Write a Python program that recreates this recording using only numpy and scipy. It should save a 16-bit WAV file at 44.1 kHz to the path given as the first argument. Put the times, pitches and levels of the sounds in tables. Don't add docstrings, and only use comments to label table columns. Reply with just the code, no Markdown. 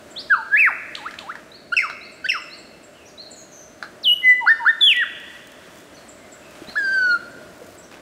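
import sys
import numpy as np
from scipy import signal
from scipy.fft import rfft, irfft, next_fast_len
from scipy.io import wavfile
from scipy.ndimage import uniform_filter1d, map_coordinates

SR = 44100
rng = np.random.default_rng(int(sys.argv[2]) if len(sys.argv) > 2 else 0)


def store_pcm(level_fs):
    pcm = np.round(np.clip(level_fs, -1, 1) * 32767).astype(np.int16)
    wavfile.write(sys.argv[1], SR, np.atleast_2d(pcm).T)


N = 353241

# (time [s], pitch [Hz], level [dB])
ARCH_CURVE = [(0.505, 1515, -35), (0.541, 1692, -9), (0.555, 1724, -12), (0.581, 2496, -15),
              (0.597, 2683, -11), (0.639, 2186, -12), (0.665, 1784, -12), (0.679, 1367, -13),
              (0.695, 892.6, -31), (0.718, 600, -39.5)]
SLIDE_CURVE = [(4.805, 3964, -30.5), (4.813, 3512, -14), (4.825, 3450, -11.5), (4.859, 3398, -10.5),
               (4.907, 2746, -12.5), (4.923, 2485, -13), (4.936, 2000, -25)]
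WAIL_CURVE = [(6.754, 1273, -26), (6.764, 1670, -21), (6.776, 1736, -17), (6.8, 1637, -22.5),
              (6.884, 1551, -20.5), (6.928, 1573, -18.5), (7.144, 1407, -15.5), (7.158, 1377, -18.5),
              (7.17, 1360, -31)]
# (voice, start [s], length [s], drop [Hz], first pitch [Hz], last pitch [Hz], bend [exponent],
#  level [dB], attack [s], release [s])
WHISTLES = [("upsweep", 0.1538, .068, 0, 2910, 5920, 1.09, -28, 0.014, 0.032),
            ("yelp", 0.294, 0.064, 0, 1700, 1025, 1.9, -4.5, 0.0251, 0.022),
            ("yelp", .361, 0.062, 300, 860, 885, 1.2, -26.5, 0.004, 0.01),
            ("flute", 4.027, 0.0874, 3150, 2975, 2830, 1.3, -6.7, .066, 0.016),
            ("flute", 4.103, 0.042, 0, 2870, 2990, 1.05, -5.5, .014, 0.018),
            ("flute", 4.216, .14, 0, 2042, 1968, 1.05, -2.8, .075, .042),
            ("slide", 4.93, .114, 0, 1950, 1000, 6.5, -12, 0.048, 0.02)]
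# (time [s], level [dB])
FLICKS = [(0.9478, -21), (1.184, -24.5)]
# (time [s], lowest pitch [Hz], level at mid-note before the throat's swell [dB])
SCOOPS = [(.959, 815.5, -38.5), (1.191, 776, -39)]
# (time [s], length [s], lowest pitch [Hz], level [dB])
PIPS = [(1.717, 0.025, 1396, -14.5), (2.238, 0.031, 1510, -20)]
# (time [s], length [s], lowest pitch [Hz], swing [Hz], level [dB]), pitches before roughening
CHIRPS = [(1.763, 0.022, 2604, 249, -8.5), (1.784, .012, 2233, 498, -6.5), (1.796, 0.017, 2000, 703, -12.5),
          (2.2842, 0.0091, 2647, 1100, -14.5), (2.2905, .018, 2697, 301, -10),
          (2.3125, .012, 1985, 797, -13.5)]
# (time [s], level before the throat's swell [dB])
SLURS = [(1.811, -23), (2.324, -26)]
# (end of the leap [s], high note's length [s], hoot's last pitch before its settling drop [Hz],
#  hoot level [dB], high note level before the throat's dip [dB])
WHOOPS = [(4.467, 0.073, 728, -19, -3.5), (4.657, 0.062, 878, -21, -4.5)]
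VOICES = {"upsweep": (-32, -72, 9000, 0, 3), "flick": (-15.5, -48, 7298, 0, 3),
          "yelp": (-35, -44.5, 11501, 8.5, -1.7), "arch": (-39.5, -47, 12000, 9.5, -1),
          "scoop": (-29, -33, 2798, 3, -2), "pip": (-20, -31, 4570, 10.5, -2),
          "tumble": (-28, -39, 5550, 12.5, 0), "flute": (-44, -45, 11899.5, 7, -1),
          "whoop": (-35, -46, 4400, 12, -2.8), "slide": (-37.5, -49, 10700, 8.5, -0.5),
          "wail": (-35, -33.5, 4600, 7.5, -5)}
# (frequency [Hz], gain [dB])
BILL_RESPONSE = [(4000, -2), (5900, -7), (7300, -5.5), (8500, 0.5), (10000, -2), (12000, 4), (14000, 3.5),
                 (16000, -16)]
# (time [s], level [dB], ring pitch [Hz])
CLICKS = [(0.95, -15, 2600), (1.109, -7.5, 1640), (1.14, -11.5, 1740), (1.188, -13.5, 2650),
          (1.354, -8.5, 1700), (1.899, -2, 1500), (3.826, -1, 1550)]
# (time from its start [s], pitch [Hz], level relative to the call [dB])
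RISE_SHAPE = [(0, 3800, -4.5), (.008, 3980, -4.5), (.03, 4250, -3.5), (.046, 4580, -6.5), (.058, 4650, -19)]
# (time [s], level [dB])
RISE_CALLS = [(.325, -39), (1.516, -42.5), (2.01, -38.5), (2.5, -36.5), (3.177, -35.5), (6.673, -39)]
# (time from its start [s], pitch [Hz], level relative to the call [dB])
CHIP_SHAPE = [(0, 8700, -10), (.012, 7600, 1.5), (.02, 7300, -1.5), (.038, 8260, -23)]
# (time [s], level [dB])
CHIP_CALLS = [(0.102, -46), (2.116, -44), (2.405, -50), (2.571, -43), (2.827, -46.5), (3.302, -43),
              (4.277, -47.5), (6.079, -44), (6.312, -46.5), (6.774, -48), (7.3, -51), (7.775, -47.5)]
# (start [s], length [s], first pitch [Hz], last pitch [Hz], level [dB])
FAR_CALLS = [(2.939, 0.12, 3070, 2350, -53.5), (3.047, 0.035, 5500, 6600, -47.5),
             (3.071, 0.032, 5630, 4250, -53.5), (3.351, 0.069, 6880, 6760, -45),
             (3.509, 0.12, 6410, 6060, -44), (5.937, 0.013, 5930, 6100, -48),
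             (5.955, 0.026, 4620, 4000, -48), (6.17, 0.086, 2180, 2086, -54),
             (6.413, 0.12, 2700, 2490, -52.5), (7.816, 0.037, 5580, 6400, -50.5)]
# (time [s], thud pitch [Hz], thud level [dB], rustle level [dB])
STEPS = [(6.551, 700, -50, -45), (6.619, 325, -26, -46), (6.683, 224, -29.5, -39.5), (7.617, 490, -27, -51),
         (7.911, 874, -55, -40), (7.945, 895, -56, -43.5)]
# (time [s], level [dB])
FERN_TICKS = [(4.966, -30.5), (5.2, -44), (5.472, -40), (5.519, -42.5), (6.509, -45)]
# (time of peak [s], width [s], level [dB])
FERN_SWISHES = [(5.46, 0.081, -66), (5.79, 0.077, -54), (6.661, 0.13, -62), (7.65, 0.16, -55)]
# (frequency [Hz], relative level [dB per Hz])
FERN_SPECTRUM = [(500, -17.5), (2000, -3), (7000, 3), (11000, -4), (16000, -3.5)]
# (time [s], level [dB])
MURMUR_LEVEL = [(0, -46.5), (1.6, -48.5), (3.6, -49), (4.3, -46.5), (5.1, -49.5), (6.6, -47.5),
                (7.0, -43.5), (8, -48)]
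# (time [s], level [dB])
FOLIAGE_LEVEL = [(0, -49.5), (1.2, -49.5), (1.6, -54), (3.6, -53), (4.6, -48), (6.3, -50), (6.9, -46.5),
                 (8, -52)]
# (frequency [Hz], relative level [dB per Hz])
MURMUR_SPECTRUM = [(15, -57.5), (25, -25), (70, -9.5), (123, -10.5), (227, -4.5), (278, -4.5), (319, -2.5),
                   (428, -6.5), (455, -6.5), (531, -7.5), (601, 0.5), (701, -6.5), (769, -12), (1000, -25),
                   (1300, -36.5), (2200, -120)]
FOLIAGE_SPECTRUM = [(500, -36.5), (900, -3.5), (1500, -1), (2500, -8), (4000, -12.5), (6000, -14.5),
                    (8000, -15.5), (10000, -20.5), (15500, -27.5)]
# (frequency [Hz], time to fall 60 dB [s])
TREE_DECAY = [(300, .5), (900, 0.55), (1800, 0.92), (3000, 0.75), (5000, 0.62), (8000, 0.56), (14000, 0.31)]

SETTLE_S = .0125
THROAT_HZ, THROAT_WIDTH = 1310, 0.14
TOP_HZ = 15750


def lyrebird(flutter_db=4.0, fall_db=6.5, rasp_rad=0.078, formant_width=0.17):
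    tones, overtones, to_trees = np.zeros((3, N))
    for voice, notes in song().items():
        second_db, higher_db, formant_hz, formant_db, echo_db = VOICES[voice]
        for note in notes:
            pitch, phase, strength = glide(note, jitter=.0015, shimmer_db=.4, edge_s=.004)
            rough_phase = phase + rasp_rad * wobble(700, len(phase))
            tone = strength * np.sin(phase)
            sheen = np.zeros(len(phase))
            for k in range(2, 10):
                base_db = second_db if k == 2 else higher_db
                if k > 2:
                    base_db = base_db + along(BILL_RESPONSE, k * pitch) - fall_db * (k - 4)
                boost_db = formant_db * np.exp(-(np.log(k * pitch / formant_hz) / formant_width) ** 2)
                flicker_db = flutter_db * wobble(60.6, len(phase))
                below_nyquist = k * pitch < SR / 2
                gain = amp(base_db + boost_db + flicker_db) * below_nyquist
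                sheen += strength * gain * np.sin(k * rough_phase)
            start = note[0][0]
            add(tones, start, tone)
            add(overtones, start, sheen)
            add(to_trees, start, amp(echo_db) * (tone + amp(5.5) * sheen))
    return tones + amp(-0.5) * overtones + forest(to_trees, near_db=-9, far_db=-19.5)


def song(arch_db=5, slide_db=6.5, wail_db=3.0):
    notes = {voice: [] for voice in VOICES}
    for voice, *row in WHISTLES:
        notes[voice].append(whistle(*row))
    curves = [("arch", ARCH_CURVE, arch_db), ("slide", SLIDE_CURVE, slide_db), ("wail", WAIL_CURVE, wail_db)]
    for voice, curve, gain_db in curves:
        notes[voice].append([(s, hz, db + gain_db) for s, hz, db in curve])
    notes["flick"] = [flick(*row) for row in FLICKS]
    notes["scoop"] = [scoop(*row) for row in SCOOPS]
    notes["pip"] = [pip(*row) for row in PIPS]
    notes["tumble"] = [chirp(*row) for row in CHIRPS] + [slur(*row) for row in SLURS]
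    notes["whoop"] = [note for row in WHOOPS for note in whoop(*row)]
    return notes


def whistle(s, length, drop_hz, first_hz, last_hz, bend, db, attack, release, throat_db=0):
    t = clock(length)
    bent_hz = first_hz + (last_hz - first_hz) * (t / length) ** bend
    hz = bent_hz + drop_hz * np.exp(-t / SETTLE_S)
    return sung(s, t, hz, db, attack, release, throat_db)


def flick(s, db, length=0.0073, first_hz=1750, last_hz=5200):
    t = clock(length)
    return sung(s, t, first_hz + (last_hz - first_hz) * t / length, db, attack=0.0022, release=0.002)


def scoop(s, low_hz, db, length=0.138, turn_s=.058, octave_s=.059, crescendo_db=14):
    t = clock(length)
    hz = low_hz * (1 + ((t - turn_s) / octave_s) ** 2)
    growing_db = db + crescendo_db * (t / length - .5)
    return sung(s, t, hz, growing_db, attack=.03, release=.008, throat_db=13.5)


def pip(s, length, low_hz, db, turn_s=0.0083, octave_s=0.0366):
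    t = clock(length)
    hz = low_hz * (1 + ((t - turn_s) / octave_s) ** 2)
    return sung(s, t, hz, db, attack=0.009, release=0.0049)


def chirp(s, length, low_hz, swing_hz, db, roughness=.033):
    t = clock(length)
    dip_hz = low_hz + swing_hz * (2 * t / length - 1) ** 2
    hz = dip_hz * (1 + roughness * wobble(430, len(t)))
    return sung(s, t, hz, db, attack=0.0035, release=0.0048)


def slur(s, db):
    return whistle(s, length=.074, drop_hz=566, first_hz=1604, last_hz=829, bend=1.05,
                   db=db, attack=.003, release=0.049, throat_db=6)


def whoop(s, length, low_hz, hoot_db, db, hoot_s=.056, leap_s=.013,
          from_hz=1350, to_hz=1820, climb_at=.017, climb_s=0.0049):
    hoot = whistle(s - leap_s - hoot_s, length=hoot_s + 0.005, drop_hz=160, first_hz=930, last_hz=low_hz,
                   bend=4, db=hoot_db, attack=0.028, release=0.011)
    leap = whistle(s - leap_s, length=leap_s, drop_hz=0, first_hz=low_hz, last_hz=1705, bend=1.7,
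                   db=db - 7.5, attack=.013, release=.002)
    t = clock(length)
    hz = from_hz + (to_hz - from_hz) / (1 + np.exp((climb_at - t) / climb_s))
    held = sung(s, t, hz, db, attack=.007, release=.028, throat_db=-1.0)
    return [hoot, leap, held]


def sung(s, t, hz, db, attack, release, throat_db=0):
    gate = np.sin(np.pi / 2 * np.clip(np.minimum(t / attack, (t[-1] - t) / release), 0, 1)) ** 2
    swell_db = throat_db * np.exp(-(np.log(hz / THROAT_HZ) / THROAT_WIDTH) ** 2)
    gate_db = 20 * np.log10(gate + 0.018)
    return np.transpose([s + t, hz, db + swell_db + gate_db])


def glide(note, jitter, shimmer_db, edge_s=0.001995):
    s, hz, db = np.transpose(note)
    s = np.maximum.accumulate(s)
    t = np.arange(s[0] - edge_s / 2, s[-1] + edge_s / 2, 1 / SR)
    smooth_hz = uniform_filter1d(np.interp(t, s, hz), size=96)
    pitch = smooth_hz * (1 + jitter * wobble(400, len(t)))
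    phase = 2 * np.pi * np.cumsum(pitch) / SR
    gate = np.sin(np.pi / 2 * np.clip(np.minimum(t - t[0], t[-1] - t) / edge_s, 0, 1)) ** 2
    level_db = uniform_filter1d(np.interp(t, s, db), size=96) + shimmer_db * wobble(120, len(t))
    return pitch, phase, gate * amp(level_db)


def clicks(ring_t60_s=0.0081, attack_s=0.003, snap_db=-9.5, snap_t60_s=0.011):
    out, t = np.zeros(N), np.arange(SR // 20) / SR
    for s, db, hz in CLICKS:
        ring = np.sin(2 * np.pi * hz * t) * amp(-60 * t / ring_t60_s)
        colour = [(hz / 5, -12), (hz / 2, 0), (hz, 0), (1.8 * hz, -12),
                  (2.7 * hz, -8), (5 * hz, -24), (9 * hz, -40)]
        snap = noise(colour, len(t)) * amp(snap_db - 60 * t / snap_t60_s)
        onset = 1 - np.exp(-t / attack_s)
        add(out, s, amp(db) * onset * (ring + snap))
    return out + forest(out, near_db=-2.5, far_db=-22.0, near_t60_s=0.2, first_echo_s=0.0023)


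def forest(x, near_db, far_db, near_t60_s=0.35, first_echo_s=0.0051, build_up_s=0.033,
           linger_db=-19, linger=3.55):
    t = np.arange(2 * SR) / SR
    near = rng.standard_normal(len(t)) * amp(-60 * t / near_t60_s) * (t > first_echo_s)
    hz, age, grains = signal.stft(rng.standard_normal(len(t)), SR, nperseg=256)
    fade_db = -60 * age / along(TREE_DECAY, hz)[:, None]
    fade = amp(fade_db) + amp(linger_db + fade_db / linger)
    far = signal.istft(grains * fade, SR, nperseg=256)[1][:len(t)]
    far = far * (1 - np.exp(-t / build_up_s))
    answer = amp(near_db) * near / np.linalg.norm(near) + amp(far_db) * far / np.linalg.norm(far)
    return signal.fftconvolve(x, answer)[:N]


def small_bird(shape, calls, jitter):
    out = np.zeros(N)
    for s, db in calls:
        pitch, phase, strength = glide(shape, jitter=jitter, shimmer_db=4.5)
        add(out, s, amp(db) * strength * np.sin(phase))
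    return out


def far_calls(octave_db=-22):
    out = np.zeros(N)
    for s, length, first_hz, last_hz, db in FAR_CALLS:
        line = [(s, first_hz, db), (s + length, last_hz, db)]
        pitch, phase, strength = glide(line, jitter=.035, shimmer_db=0.5, edge_s=0.019)
        add(out, s, strength * (np.sin(phase) + amp(octave_db) * np.sin(2 * phase)))
    return out


def steps(thud_t60_s=0.053, rustle_t60_s=0.21, attack_s=0.00086):
    out, t = np.zeros(N), np.arange(SR // 5) / SR
    give = 1 - np.exp(-t / .005)
    leaf_spectrum = [(100, -13), (800, -2.5), (3000, -8.5), (15000, -32.0)]  # (Hz, dB per Hz)
    for s, hz, thud_db, rustle_db in STEPS:
        onset = 1 - np.exp(-t / attack_s)
        thud = np.sin(2 * np.pi * hz * t) * amp(thud_db - 60 * t / thud_t60_s) * onset
        leaf_db = rustle_db + 5.2 * wobble(410, len(t)) - 60 * t / rustle_t60_s
        leaves = noise(leaf_spectrum, len(t)) * amp(leaf_db)
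        add(out, s, thud + give * leaves)
    return out


def ferns(tick_t60_s=.015, crackle_db=5):
    t = np.arange(N) / SR
    ticks = sum(amp(db - 60 * np.abs(t - s) / tick_t60_s) * (t > s) for s, db in FERN_TICKS)
    swishes = sum(amp(db) * np.exp(-((t - s) / width) ** 2) for s, width, db in FERN_SWISHES)
    grain = unit(amp(crackle_db * wobble(300, N)))
    return (ticks + swishes * grain) * noise(FERN_SPECTRUM, N)


def hush(low_db=1.0):
    t = np.arange(N) / SR
    sway_db = .6 * wobble(6, N)
    murmur_db = np.interp(t, *np.transpose(MURMUR_LEVEL)) + low_db + sway_db
    murmur = amp(murmur_db) * noise(MURMUR_SPECTRUM, N)
    stir_db = .7 * wobble(9, N)
    hiss_db = np.interp(t, *np.transpose(FOLIAGE_LEVEL)) + stir_db
    return murmur + amp(hiss_db) * noise(FOLIAGE_SPECTRUM, N)


def amp(db):
    return 10 ** (np.asarray(db) / 20)


def unit(x):
    return x / np.sqrt(np.mean(x ** 2) + 1e-20)


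def along(points, hz):
    f, v = np.transpose(points)
    return np.interp(np.log(hz + 1), np.log(np.abs(f) + 1), v)


def wobble(rate, size):
    knots = rng.standard_normal(int(size * rate / SR) + 4)
    return map_coordinates(knots, [np.arange(size) * rate / SR])


def filtered(x, response):
    m = next_fast_len(len(x) + SR // 4)
    return irfft(rfft(x, m) * response(np.fft.rfftfreq(m, 1 / SR)), m)[:len(x)]


def noise(spectrum, size):
    return unit(filtered(rng.standard_normal(size), lambda hz: amp(along(spectrum, hz))))


def clock(length):
    return np.arange(0, length, 1 / SR)


def add(track, s, sound):
    start = max(round(s * SR), 0)
    track[start:start + len(sound)] += sound[:N - start]


def scene():
    riser = small_bird(RISE_SHAPE, RISE_CALLS, jitter=0.005)
    distant = small_bird(CHIP_SHAPE, CHIP_CALLS, jitter=0.027) + far_calls()
    neighbour = amp(1.5) * riser + forest(riser, near_db=-4.0, far_db=-3.5)
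    others = amp(-0.5) * distant + forest(distant, near_db=-3.5, far_db=-7.5)
    return (lyrebird() + clicks() + neighbour + others + steps() + ferns() + hush())[None]


def record(dry, threshold_db=-18, squeeze=0.34, recover_db_per_s=11):
    power = np.abs(uniform_filter1d(dry[0] ** 2, size=220))
    level_db = 10 * np.log10(power + 1e-12)
    wanted_cut_db = squeeze * np.maximum(level_db - threshold_db, 0)
    creep_db = recover_db_per_s * np.arange(N) / SR
    cut_db = np.maximum.accumulate(wanted_cut_db + creep_db) - creep_db
    levelled = dry[0] * amp(-uniform_filter1d(cut_db, size=220))
    return filtered(levelled, lambda hz: hz < TOP_HZ)[None]


dry = scene()
out = record(dry)
store_pcm(out)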